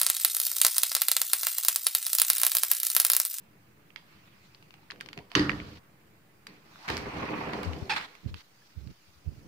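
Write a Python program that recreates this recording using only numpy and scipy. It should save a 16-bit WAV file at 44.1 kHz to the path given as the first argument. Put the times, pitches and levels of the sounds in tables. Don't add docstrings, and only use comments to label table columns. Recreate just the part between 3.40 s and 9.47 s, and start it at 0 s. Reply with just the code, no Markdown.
import sys
import numpy as np
from scipy import signal
from scipy.fft import rfft, irfft
from scipy.io import wavfile
from scipy.ndimage import uniform_filter1d

SR = 44100
rng = np.random.default_rng(int(sys.argv[2]) if len(sys.argv) > 2 else 0)


def magnitude_from_level(level_db):
    exponent = np.asarray(level_db, float) / 20
    return 10 ** exponent


def output_pcm(signal):
    pcm = np.clip(np.atleast_2d(signal).T, -1, 1) * 32767
    wavfile.write(sys.argv[1], SR, np.round(pcm).astype(np.int16))


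N = 267907
TIME = np.arange(N) / SR

# (frequency [Hz], density [dB/Hz])
AIR_SPECTRUM = [(18, -49), (30, -21.5), (124, -4.5), (227, -7.5), (252, -18.5), (295, -7), (384, -13),
                (449, -15), (702, -17.5), (1070, -18), (2410, -22.5), (3060, -32.5), (14800, -32),
                (16000, -34.5)]
# (frequency [Hz], level [dB])
RUSTLE_SPECTRUM = [(600, -20), (1200, -3), (2500, -0.5), (3600, -5), (4700, -3.5), (6500, -12),
                   (12000, -35)]
# (frequency [Hz], level [dB])
WHINES = [(13001, -96), (14002, -96), (14998, -85)]
# (frequency [Hz], left-right likeness [-1..1])
LIKENESS = [(60, 0.75), (180, 0.99), (550, 0.28), (1650, -0.11), (4970, -0.0085), (15000, -0.092)]
# (frequency [Hz], left-right difference [dB])
BALANCE = [(60, 3), (150, -1.0), (380, 0.5), (950, -2), (2380, -4), (5980, 0), (15000, 1)]
# (frequency [Hz], level [dB])
CLICK_SPECTRUM = [(530, -37.5), (900, -0.5), (1450, -1.5), (2000, 0), (3090, 0), (3780, -5), (4450, -2),
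                  (5900, -11.5), (7210, -21.5), (9000, -32), (11700, -33), (19800, -120)]
# (frequency [Hz], t60 [s])
ROOM_T60 = [(100, .7), (300, 0.32), (1000, 0.76), (3000, 0.38), (8000, 0.4), (16000, 0.85)]
# (frequency [Hz], width [Hz], level [dB])
PANE_MODES = [(175, 72, 2), (240, 58, 0.5), (302, 21, 1.5), (375, 13, -3.5), (404.6, 11.6, -0.5),
              (483, 27, -3.5), (640, 150, -7.5)]
# (frequency [Hz], width [Hz], level [dB])
DEEP_MODES = [(53.2, 18.6, -19), (85, 23, -2), (121.4, 17.6, 0.5)]
# (frequency [Hz], level [dB])
TRACK_SPECTRUM = [(380, -29), (640, -7.5), (801, -3), (1030, -2.5), (1110, -3.5), (1480, -8), (1920, -8),
                  (2530, -9), (3600, -23.5), (4680, -31), (7920, -120)]
# (frequency [Hz], level [dB])
SEAL_SPECTRUM = [(1880, -11), (3200, -1), (3350, 0.5), (4470, 2.5), (6080, -4), (6710, -12), (8500, -32),
                 (11000, -63), (18700, -120)]
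# (frequency [Hz], level [dB])
THIN_SPECTRUM = [(7000, 4.5), (9000, 2), (16000, -1)]
# (frequency [Hz], level [dB])
BUMPER_SPECTRUM = [(600, -20), (850, -1), (1650, -9.5), (2500, 0), (3300, -13), (4100, -11), (5100, -8),
                   (5900, -30), (6600, -20), (7400, -34), (8000, -27), (10000, -40)]
# (frequency [Hz], level [dB])
DRAG_SPECTRUM = [(350, -25), (600, -10), (882, -2), (2040, -2), (2230, -2.5), (2650, -5.5), (4070, -7),
                 (9000, -36.5), (11700, -57), (19800, -120)]
# (frequency [Hz], level [dB])
WIND_SPECTRUM = [(30, -3), (60, 0.5), (130, -0.5), (250, -9.5), (450, -18), (800, -34), (2000, -53)]

# (start [s], level [dB], fade t60 [s], treble above it [dB])
SWISHES = [
    (.63, -63, 2.7, -4),
    (.95, -73, 1.9, 6.5),
    (1.25, -66.5, 2.4, -18),
    (3.06, -66, 1.4, -3),
    (5.15, -75, 1.4, 8),
    (5.65, -86, 3, -6),
]
# (start [s], level above hum [dB], fade t60 [s])
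HUM_SWELL = [
    (5.78, 8.9, 9),
]
# (time [s], peak [dB], ring [Hz], hardness [dB], left-right [dB])
LATCH = [(0.5043, -43, 2680, -36, -21), (0.5606, -24, 2200, -34.5, -37), (0.5713, -44, 2830, -24, -22),
         (1.1475, -37.5, 4550, -36, 2), (1.226, -42.5, 2570, -17, -2), (1.307, -39.5, 3040, -21, 5),
         (1.3399, -39, 3000, -25, -1), (1.5031, -27, 1880, -41.5, -3), (1.509, -26, 4230, -30, 23),
         (1.5178, -30.5, 1700, -28, -1), (1.5597, -44.5, 1900, -25, -4), (1.6034, -33, 3200, -29.5, -17),
         (1.6095, -25, 1630, -13.5, -2), (1.6608, -30, 4700, -21, 16), (1.6876, -31, 2820, -27, -1),
         (1.7304, -30.5, 2740, -20.5, 0), (1.776, -27.5, 2560, -21.5, -2.5), (1.7885, -31.5, 2380, -35, -7)]
# (time [s], peak [dB], ring [Hz], hardness [dB], left-right [dB])
SLAM = [
    (1.9165, -30, 2860, -20.5, -5),
    (1.952, -5, 2770, -36, -6),
    (1.9568, -18, 1940, -11.5, 23),
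    (1.9946, -17, 2030, -33, -2.5),
]
# (time [s], peak [dB], ring [Hz], hardness [dB], left-right [dB])
CATCH = [
    (2.0945, -11.5, 1940, -49, -5.5),
    (2.103, -29, 1940, -20, -2),
    (2.1169, -25, 1970, -36, 14),
    (2.201, -28.5, 2362, -52, -1),
    (2.372, -41.5, 2800, -21, 5),
]
# (time [s], peak [dB], ring [Hz], hardness [dB], left-right [dB])
RAIL = [
    (3.0684, -28.5, 1810, -13, -3),
    (3.358, -40, 1580, -40, -2),
    (3.4803, -26, 2220, -14, 14),
    (3.4871, -21, 2400, -24, 1.5),
    (3.5009, -19.5, 1600, -19, 0),
    (3.5687, -18, 5000, -20, -8),
    (3.5774, -23.5, 2130, -11, 3.5),
    (4.1342, -24.5, 1920, -29, 4),
    (4.2322, -30, 3900, -8, -3),
    (4.3331, -29, 3000, -27, 0.5),
]
# (time [s], peak [dB], ring [Hz], hardness [dB], left-right [dB])
DECK = [
    (4.7523, -36.5, 2790, -15, -16),
    (4.9425, -27.5, 2970, -20, -11),
    (5.474, -42.5, 4000, -26, -9),
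]
ROOM_SEND_DB = [-13.5, -4, -20.5, -4]
# (time [s], peak [dB], frequency [Hz], t60 [s], left-right [dB])
RINGS = [(.568, -47, 2600, 0.026, -19), (.577, -44, 3300, 0.027, -15), (1.66, -47, 2310, 0.015, 0),
         (1.792, -41, 708, 0.057, 1), (1.806, -44.5, 960, 0.042, 4), (1.917, -44.5, 700, 0.056, -2),
         (1.9525, -17, 5700, 0.015, -1), (1.953, -23, 4600, .03, 0), (1.956, -22, 3030, .025, -7),
         (1.957, -21, 1047, 0.036, 0.5), (1.968, -27, 4500, .02, 0), (1.978, -27, 4000, 0.024, 0),
         (1.995, -24, 4770, 0.023, 0), (2.094, -22, 2820, 0.013, -7), (2.102, -31, 1980, .03, -4),
         (2.105, -35, 4760, .02, 2), (2.131, -27.5, 1880, 0.027, -6), (2.132, -40, 3000, 0.018, 0),
         (3.07, -40, 4770, 0.017, 0.5), (3.069, -41, 3890, 0.017, -4), (3.07, -44.5, 6400, .015, 1),
         (3.073, -46, 4740, .02, 0), (3.085, -48.5, 194, .2, 0), (3.496, -29, 890, 0.085, 1),
         (3.682, -37, 1100, .04, -6), (3.735, -33, 1034, 0.049, 1), (3.795, -36, 1100, .08, -4),
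         (3.827, -25.5, 1073, 0.065, -6), (3.887, -42, 1110, .04, -6), (3.9, -32, 334, 0.11, -3),
         (3.922, -30, 295, .12, -2), (3.985, -29.5, 254, .08, -1), (4.07, -31, 980, .04, -4),
         (4.075, -34, 403, .08, -2), (4.135, -26.5, 957, 0.045, -4), (4.232, -35.5, 2216, .05, -3),
         (5.22, -54, 1710, .04, 1), (1.34, -49, 790, 0.026, 0), (1.39, -52, 800, 0.035, 0),
         (1.43, -51, 900, 0.025, 0), (1.953, -22.5, 6400, 0.019, -5.5)]
# (start [s], boom [dB], fade t60 [s], deepest modes above it [dB])
JOLTS = [(1.505, -56.5, 2.2, -15), (1.63, -59, 0.9, -17), (1.76, -45.5, 0.2, -2), (1.948, -32.5, 0.75, 1.5),
         (2.03, -43.5, 1.33, 4), (3.07, -55.5, 0.64, -14), (3.484, -36.5, 0.53, -2), (3.56, -47, 0.57, -1),
         (3.64, -42, 0.83, -3.5), (3.75, -40, 0.98, -5), (3.82, -34, 0.083, -7), (3.885, -36.5, 0.85, -25),
         (4.06, -35, 0.16, -15), (4.12, -36.5, 1.07, -24), (4.32, -43, 0.74, -8), (4.5, -50, 0.64, -5)]
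# (time [s], level [dB])
SPEED = [
    (3.25, -26),
    (3.4, -17),
    (3.476, -8),
    (3.618, -8),
    (3.826, 0),
    (4.16, -1.5),
    (4.25, -5.5),
    (4.34, -10.5),
    (4.48, -16.5),
    (4.62, -46),
]
# (start [s], length [s], boom lost [dB], change [dB])
SKIPS = [
    (3.7, 0.029, -2, 3),
    (3.86, 0.025, -0.5, 2),
]
# (start [s], level [dB], fade t60 [s], fizz above it [dB])
CHATTER = [
    (1.953, -33.5, 0.37, -14.5),
    (1.9, -58, 0.067, -40),
    (2.085, -55, 2.6, -5.5),
    (3.478, -36.5, 0.54, -9),
]
# (start [s], length [s], level [dB], change [dB])
SCUFFS = [
    (4.228, 0.041, -55.5, -2),
    (4.87, 0.041, -61, 0),
    (4.955, 0.071, -58, -1.8),
    (5.495, 0.027, -64.5, 0),
]
# (frequency [Hz], peak [dB], t60 [s], delay [s])
GLASS = [(59.3, -30, 0.4, 0.016), (119, -41, 0.97, 0.0117), (176.5, -19, 0.26, 0.0044),
         (206.5, -28, 1, 0.0203), (291, -16.5, 0.58, 0.00807), (307, -15.5, 0.53, 0.0078),
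         (367, -21.5, 0.43, 0.00269), (404, -48, 0.46, 0.0035), (470, -27, 0.17, 0.0028)]
# (start [s], length [s], added ring [dB], change [dB])
REBOUND = [
    (1.992, .034, -3, -5),
]
# (middle [s], peak [dB], frequency [Hz], cycles [count], left-right [dB])
PUFFS = [(4.281, -23.5, 89, 5, 36), (4.33, -33, 76, 7.9, 34), (4.428, -24, 102, 1.8, 23),
         (4.864, -21, 103.6, 2.1, -41), (4.902, -43, 69, 6.2, -23), (4.933, -33.5, 87.7, 6.2, 25),
         (4.961, -51, 85, 5.2, -3), (5.38, -28, 79.5, 2.5, -33), (5.44, -38.5, 69, 9.2, -25),
         (5.471, -30, 123, 1.8, -22), (5.504, -41, 65, 2.8, -20), (5.689, -54, 89, 4.2, 21),
         (5.774, -53, 75, 3.7, 9), (5.88, -21.5, 77, 2.7, -39), (5.913, -41.5, 75, 5.6, -17),
         (5.986, -41, 89, 1.9, -16)]
# (start [s], length [s], level [dB], change [dB])
GUSTS = [
    (4.83, .17, -40.5, -12),
    (5.345, 0.19, -52.5, 7.5),
    (5.845, .11, -42, -12),
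    (5.93, .2, -56.5, -4),
]
# (time [s], level [dB], slip rate [Hz])
SQUEAK = [
    (4.494, -48, 800),
    (4.498, -31, 900),
    (4.504, -28, 878),
    (4.516, -29, 780),
    (4.523, -29, 836),
    (4.528, -31, 915),
    (4.532, -36, 880),
    (4.536, -31, 845),
    (4.543, -35, 880),
    (4.551, -55, 850),
]
# (start [s], level [dB], fade t60 [s])
DRAG = [
    (4.493, -29, 0.28),
    (4.532, -34.5, 0.067),
    (4.548, -36.5, 0.15),
    (4.559, -27, 0.14),
    (4.575, -32, 0.054),
    (4.655, -52, 0.83),
]
# (start [s], length [s], level [dB], change [dB])
SLOWING = [
    (4.59, 0.079, -37.5, -4),
]

STEP_OUT_S, STEP_LENGTH_S = 3.8, 0.64
BANG_S, LOWER_S, SETTLE_S = 1.953, 1.9, 2.4
FREE_S = 3.478
SWISH_RISE_S, JOLT_RISE_S, CHATTER_RISE_S = 0.093, 0.021, 0.003
CLICK_LEAD = 64


def evened(x):
    mid = np.reshape(x, (-1, x.shape[-1])).mean(0)
    return x / np.sqrt(np.mean(mid ** 2) + 1e-20)


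def read(points, hz):
    f, value = np.transpose(points)
    return np.interp(np.log(hz + 1), np.log(f + 1), value)


def curve(rows, column=1, rest=-130.):
    rows = np.array(rows)
    return np.interp(TIME, rows[:, 0], rows[:, column], left=rest, right=rest)


def level(db):
    return uniform_filter1d(magnitude_from_level(db), 90)


def pan(left_right_db):
    return magnitude_from_level(np.minimum([[left_right_db], [-left_right_db]], 0))


def coloured(x, points):
    n = x.shape[-1]
    closed = [(points[0][0] * .6, -90)] + list(points) + [(points[-1][0] * 1.4, -90)]
    return irfft(rfft(x) * magnitude_from_level(read(closed, np.fft.rfftfreq(n, 1 / SR))), n)


def butter(x, order, hz, kind="low", both_ways=False):
    run = signal.sosfiltfilt if both_ways else signal.sosfilt
    return run(signal.butter(order, hz, kind, fs=SR, output="sos"), x)


def pair(x, other):
    hz = np.fft.rfftfreq(len(x), 1 / SR)
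    same = np.clip(read(LIKENESS, hz), -1, 1)
    lean = magnitude_from_level(read(BALANCE, hz) / 2)
    a, b = rfft(x), rfft(other)
    right = same * a + np.sqrt(1 - same ** 2) * b
    return irfft(np.array([a * lean, right / lean]), len(x))


def patchy(patchy_db, flicker_db):
    z = signal.stft(pair(*rng.standard_normal((2, N))), nperseg=512, noverlap=384)[2]
    patches = uniform_filter1d(rng.standard_normal(z.shape[1:]), size=6, axis=0)
    patches = uniform_filter1d(patches, size=16, axis=1)
    flicker = uniform_filter1d(rng.standard_normal(z.shape[2]), size=3)
    z = z * magnitude_from_level(patchy_db * patches / patches.std() + flicker_db * flicker / flicker.std())
    return signal.istft(z, nperseg=512, noverlap=384)[1][:, :N]


def grit(per_s, spread_db):
    size, chance, sign = rng.random((3, N))
    return magnitude_from_level(-spread_db * np.log(size + 0.0056)) * (chance < per_s / SR) * np.sign(sign - .5)


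def jolts(rows, rise_s, second=False):
    rows = np.array(rows)
    start, t60 = rows[:, :1], rows[:, 2:3]
    t = TIME - start
    db = rows[:, 1:2] + (rows[:, 3:4] if second else 0) - 60 * np.maximum(t - rise_s, 0) / t60
    held = np.where(start < SETTLE_S, np.clip((SETTLE_S - TIME) / 0.023, 0, 1), 1)
    return np.sqrt(((magnitude_from_level(db) * np.clip(t / rise_s, 0, 1) * held) ** 2).sum(0))


def spells(rows, edge_s):
    s, length, db, change_db = np.transpose(rows)[:, :, None]
    t = TIME - s
    edges = np.clip(np.minimum(t, length - t) / edge_s, 0, 1)
    return (magnitude_from_level(db + change_db * np.clip(t / length, 0, 1)) * edges).sum(0)


def room(x):
    hz, t, z = signal.stft(pair(*rng.standard_normal((2, SR))), SR, nperseg=512)
    t60 = np.maximum(read(ROOM_T60, hz), .05)[:, None]
    tail = signal.istft(z * magnitude_from_level(-60 * t / t60), SR, nperseg=512)[1]
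    tail = tail * np.clip(np.arange(tail.shape[1]) / SR / 0.016, 0, 1)
    return signal.fftconvolve(x[None], tail / np.linalg.norm(tail[1]), axes=1)[:, :N]


def shaken(modes, bumps):
    boom = np.zeros((2, N))
    for hz, width, db in modes:
        r = np.exp(-np.pi * width / SR)
        poles = [1, -2 * r * np.cos(2 * np.pi * hz / SR), r * r]
        boom += magnitude_from_level(db) * evened(signal.lfilter([1, -1], poles, bumps))
    boom = butter(boom, 4, 1.25 * modes[-1][0])
    return boom / np.sqrt(uniform_filter1d(boom.mean(0) ** 2, 3000))


def air():
    out = np.clip((TIME - STEP_OUT_S) / STEP_LENGTH_S, 0, 1)
    hum_db = 1.5 - 7.5 * out
    rustle_db = -71.5 - 3 * out
    bright_db = -9 + 18 * out
    still = magnitude_from_level(-63) * evened(coloured(patchy(patchy_db=1.2, flicker_db=.4), AIR_SPECTRUM))
    hum = butter(still, 2, 550, both_ways=True)
    rustle = evened(coloured(patchy(patchy_db=2.2, flicker_db=1.2), RUSTLE_SPECTRUM))
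    top = butter(rustle, 2, 3500, "high", both_ways=True)
    hum_gain = magnitude_from_level(hum_db) + jolts(HUM_SWELL, 0.36) - 1
    body_gain = np.hypot(magnitude_from_level(rustle_db), jolts(SWISHES, SWISH_RISE_S))
    top_gain = np.hypot(magnitude_from_level(rustle_db + bright_db), jolts(SWISHES, SWISH_RISE_S, True))
    whine = np.zeros((2, N))
    for hz, db in WHINES:
        whine += magnitude_from_level(db + 7) * np.sin(2 * np.pi * (hz * TIME + rng.random((2, 1)) / 4))
    return still + hum_gain * hum + body_gain * (rustle - top) + top_gain * top + whine


def click(hz, hardness_db):
    n = rng.standard_normal((2, 2048))
    t = np.maximum(np.arange(2048) - CLICK_LEAD, 0) / SR
    rattle = (0.16 * magnitude_from_level(-60 * t / .009) + 0.034 * magnitude_from_level(-60 * t / 0.081)) * (t > 0)
    lag = CLICK_LEAD + 40 + 8 * np.tanh(n[:, :1])
    touch = n * rattle + np.sign(n[:, 1:2]) * np.sinc(np.arange(2048) - lag)
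    ring = coloured(touch, [(hz * .6, -16), (hz, 0), (hz * 1.7, -14)])
    ring = signal.lfilter([1], [1, -1.7 * np.cos(2 * np.pi * hz / SR), .85 ** 2], ring)
    crack = evened(coloured(touch, CLICK_SPECTRUM))
    both = magnitude_from_level(np.clip(0.85 * (hardness_db + 31.5), -18, 3)) * crack + 0.83 * evened(ring)
    treble = coloured(touch, THIN_SPECTRUM)
    both = both / abs(both).max(1, keepdims=True) + magnitude_from_level(hardness_db) * treble / abs(treble).max()
    return both, crack[1]


def clicks():
    near, send = np.zeros((2, N + 2048)), np.zeros(N + 2048)
    groups = [LATCH, SLAM, CATCH, RAIL, DECK]
    for group, send_db in zip(groups, list(ROOM_SEND_DB) + [-32]):
        for s, db, hz, hardness_db, pan_db in group:
            both, crack = click(hz, hardness_db)
            both = both * magnitude_from_level(db + 2.0) * pan(pan_db)
            at = round(s * SR) - CLICK_LEAD
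            near[:, at:at + 2048] += both
            send[at:at + 2048] += magnitude_from_level(send_db) * crack * both[1].std() / crack.std()
    return near[:, :N] + room(send[:N])


def rings():
    out, t = np.zeros((2, N + 8192)), np.arange(8192) / SR
    for s, db, hz, t60, pan_db in RINGS:
        turn, apart = rng.random(2)
        lag = turn + np.array([[0], [1]]) * (apart - .5) * min(hz / 2500, .6)
        shape = magnitude_from_level(db - 60 * t / t60) * pan(pan_db) * (1 - np.exp(-t * hz / 1.2))
        at = round(s * SR)
        out[:, at:at + 8192] += shape * np.sin(2 * np.pi * (hz * t + lag))
    return out[:, :N]


def pane():
    bumps = pair(*(grit(per_s=260, spread_db=1.5) + 0.12 * rng.standard_normal((2, N))))
    rumble = level(-44 + 0.34 * curve(SPEED, rest=-300.) - 130 * (TIME < FREE_S))
    boom = np.hypot(rumble, jolts(JOLTS, JOLT_RISE_S))
    deep = np.hypot(magnitude_from_level(-2.5) * rumble, jolts(JOLTS, JOLT_RISE_S, True))
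    hop = np.clip(1 - spells(SKIPS, 0.014), 0, 1)
    return (boom * shaken(PANE_MODES, bumps) + deep * shaken(DEEP_MODES, bumps)) * hop


def track():
    grains = pair(grit(per_s=900, spread_db=3.5), grit(per_s=860, spread_db=3.5))
    grind = patchy(patchy_db=1.6, flicker_db=1.5) + 0.1 * evened(grains)
    fizz = patchy(patchy_db=-2.5, flicker_db=1.5)
    speed_db, scuff = curve(SPEED, rest=-300.), spells(SCUFFS, 0.01)
    scrape = np.hypot(level(-41 + speed_db), jolts(CHATTER, CHATTER_RISE_S)) + scuff
    fizz_db = -58 + np.minimum(0.19 * speed_db, speed_db + 12.5)
    brush = np.hypot(level(fizz_db), jolts(CHATTER, CHATTER_RISE_S, True)) + magnitude_from_level(-4.5) * scuff
    seal = evened(coloured(fizz, SEAL_SPECTRUM)) + magnitude_from_level(-13) * evened(coloured(fizz, THIN_SPECTRUM))
    rolling = (TIME > 3) & (TIME < 4.6)
    rolled = evened(coloured(grind, TRACK_SPECTRUM))
    rattled = evened(coloured(grind, CLICK_SPECTRUM))
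    return scrape * np.where(rolling, rolled, rattled) + brush * seal


def bang():
    out = np.zeros(N)
    for hz, db, t60, delay in GLASS:
        t = np.maximum(TIME - BANG_S - delay, 0)
        out += magnitude_from_level(db - 60 * t / t60) * (1 - np.exp(-t / 0.0054)) * np.sin(2 * np.pi * hz * t)
    lowered = magnitude_from_level(-6.5 * np.clip((TIME - LOWER_S) / 0.0099, 0, 1))
    settled = np.clip((SETTLE_S - TIME) / 0.019, 0, 1)
    return out * (1 + spells(REBOUND, 0.008)) * settled * lowered * magnitude_from_level([[-.6], [.6]])


def wind():
    out = np.zeros((2, N))
    for s, db, hz, cycles, pan_db in PUFFS:
        u = np.clip((TIME - s) * hz / cycles, -1, 1)
        phase = 2 * np.pi * (.19 + cycles * (u - u ** 2 / cycles ** 2))
        puff = np.exp(-7 * u ** 2) * (np.cos(phase) + 0.23 * np.cos(2 * phase)) * (abs(u) < 1)
        out += magnitude_from_level(db) * pan(pan_db) * puff
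    lumps = np.array([grit(per_s=500, spread_db=3), grit(per_s=500, spread_db=3)])
    lumps = evened(coloured(lumps, WIND_SPECTRUM))
    return out + spells(GUSTS, .025) * lumps * magnitude_from_level([[-8], [0]])


def squeak():
    hz, grip_db = curve(SQUEAK, column=2, rest=800.), curve(SQUEAK)
    rough = np.clip(.08 + .025 * (grip_db.max() - grip_db), 0, .5)
    turns = np.cumsum(hz * (1 + .06 * uniform_filter1d(rng.standard_normal(N), 60))) / SR
    slips = np.zeros((2, N))
    for k in range(1, 13):
        slips += np.cos(2 * np.pi * (k * turns + rng.random() + .2 * rng.random((2, 1))))
    drive = (1 - rough) * evened(slips) + rough * evened(rng.standard_normal((2, N)))
    tone = evened(coloured(drive, BUMPER_SPECTRUM)) * magnitude_from_level(grip_db - 4) * magnitude_from_level([[-1.5], [1.5]])
    rasp = patchy(patchy_db=1.0, flicker_db=1.0)
    body = magnitude_from_level(-3.5) * evened(coloured(rasp, DRAG_SPECTRUM))
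    thin = magnitude_from_level(-29.5) * evened(coloured(rasp, THIN_SPECTRUM))
    return tone + np.hypot(jolts(DRAG, 0.0053), spells(SLOWING, 0.018)) * (body + thin)


def scene():
    return air() + clicks() + rings() + pane() + track() + bang() + wind() + squeak()


def top_cut(x):
    return signal.sosfilt(signal.butter(12, 16490, fs=SR, output="sos"), x)


def record(dry):
    thin = butter(dry, 2, 45, "high")
    limited = signal.oaconvolve(thin, signal.firwin(401, 15750, fs=SR)[None], "same")
    return top_cut(limited - .0005)


dry = scene()
out = record(dry)
output_pcm(out)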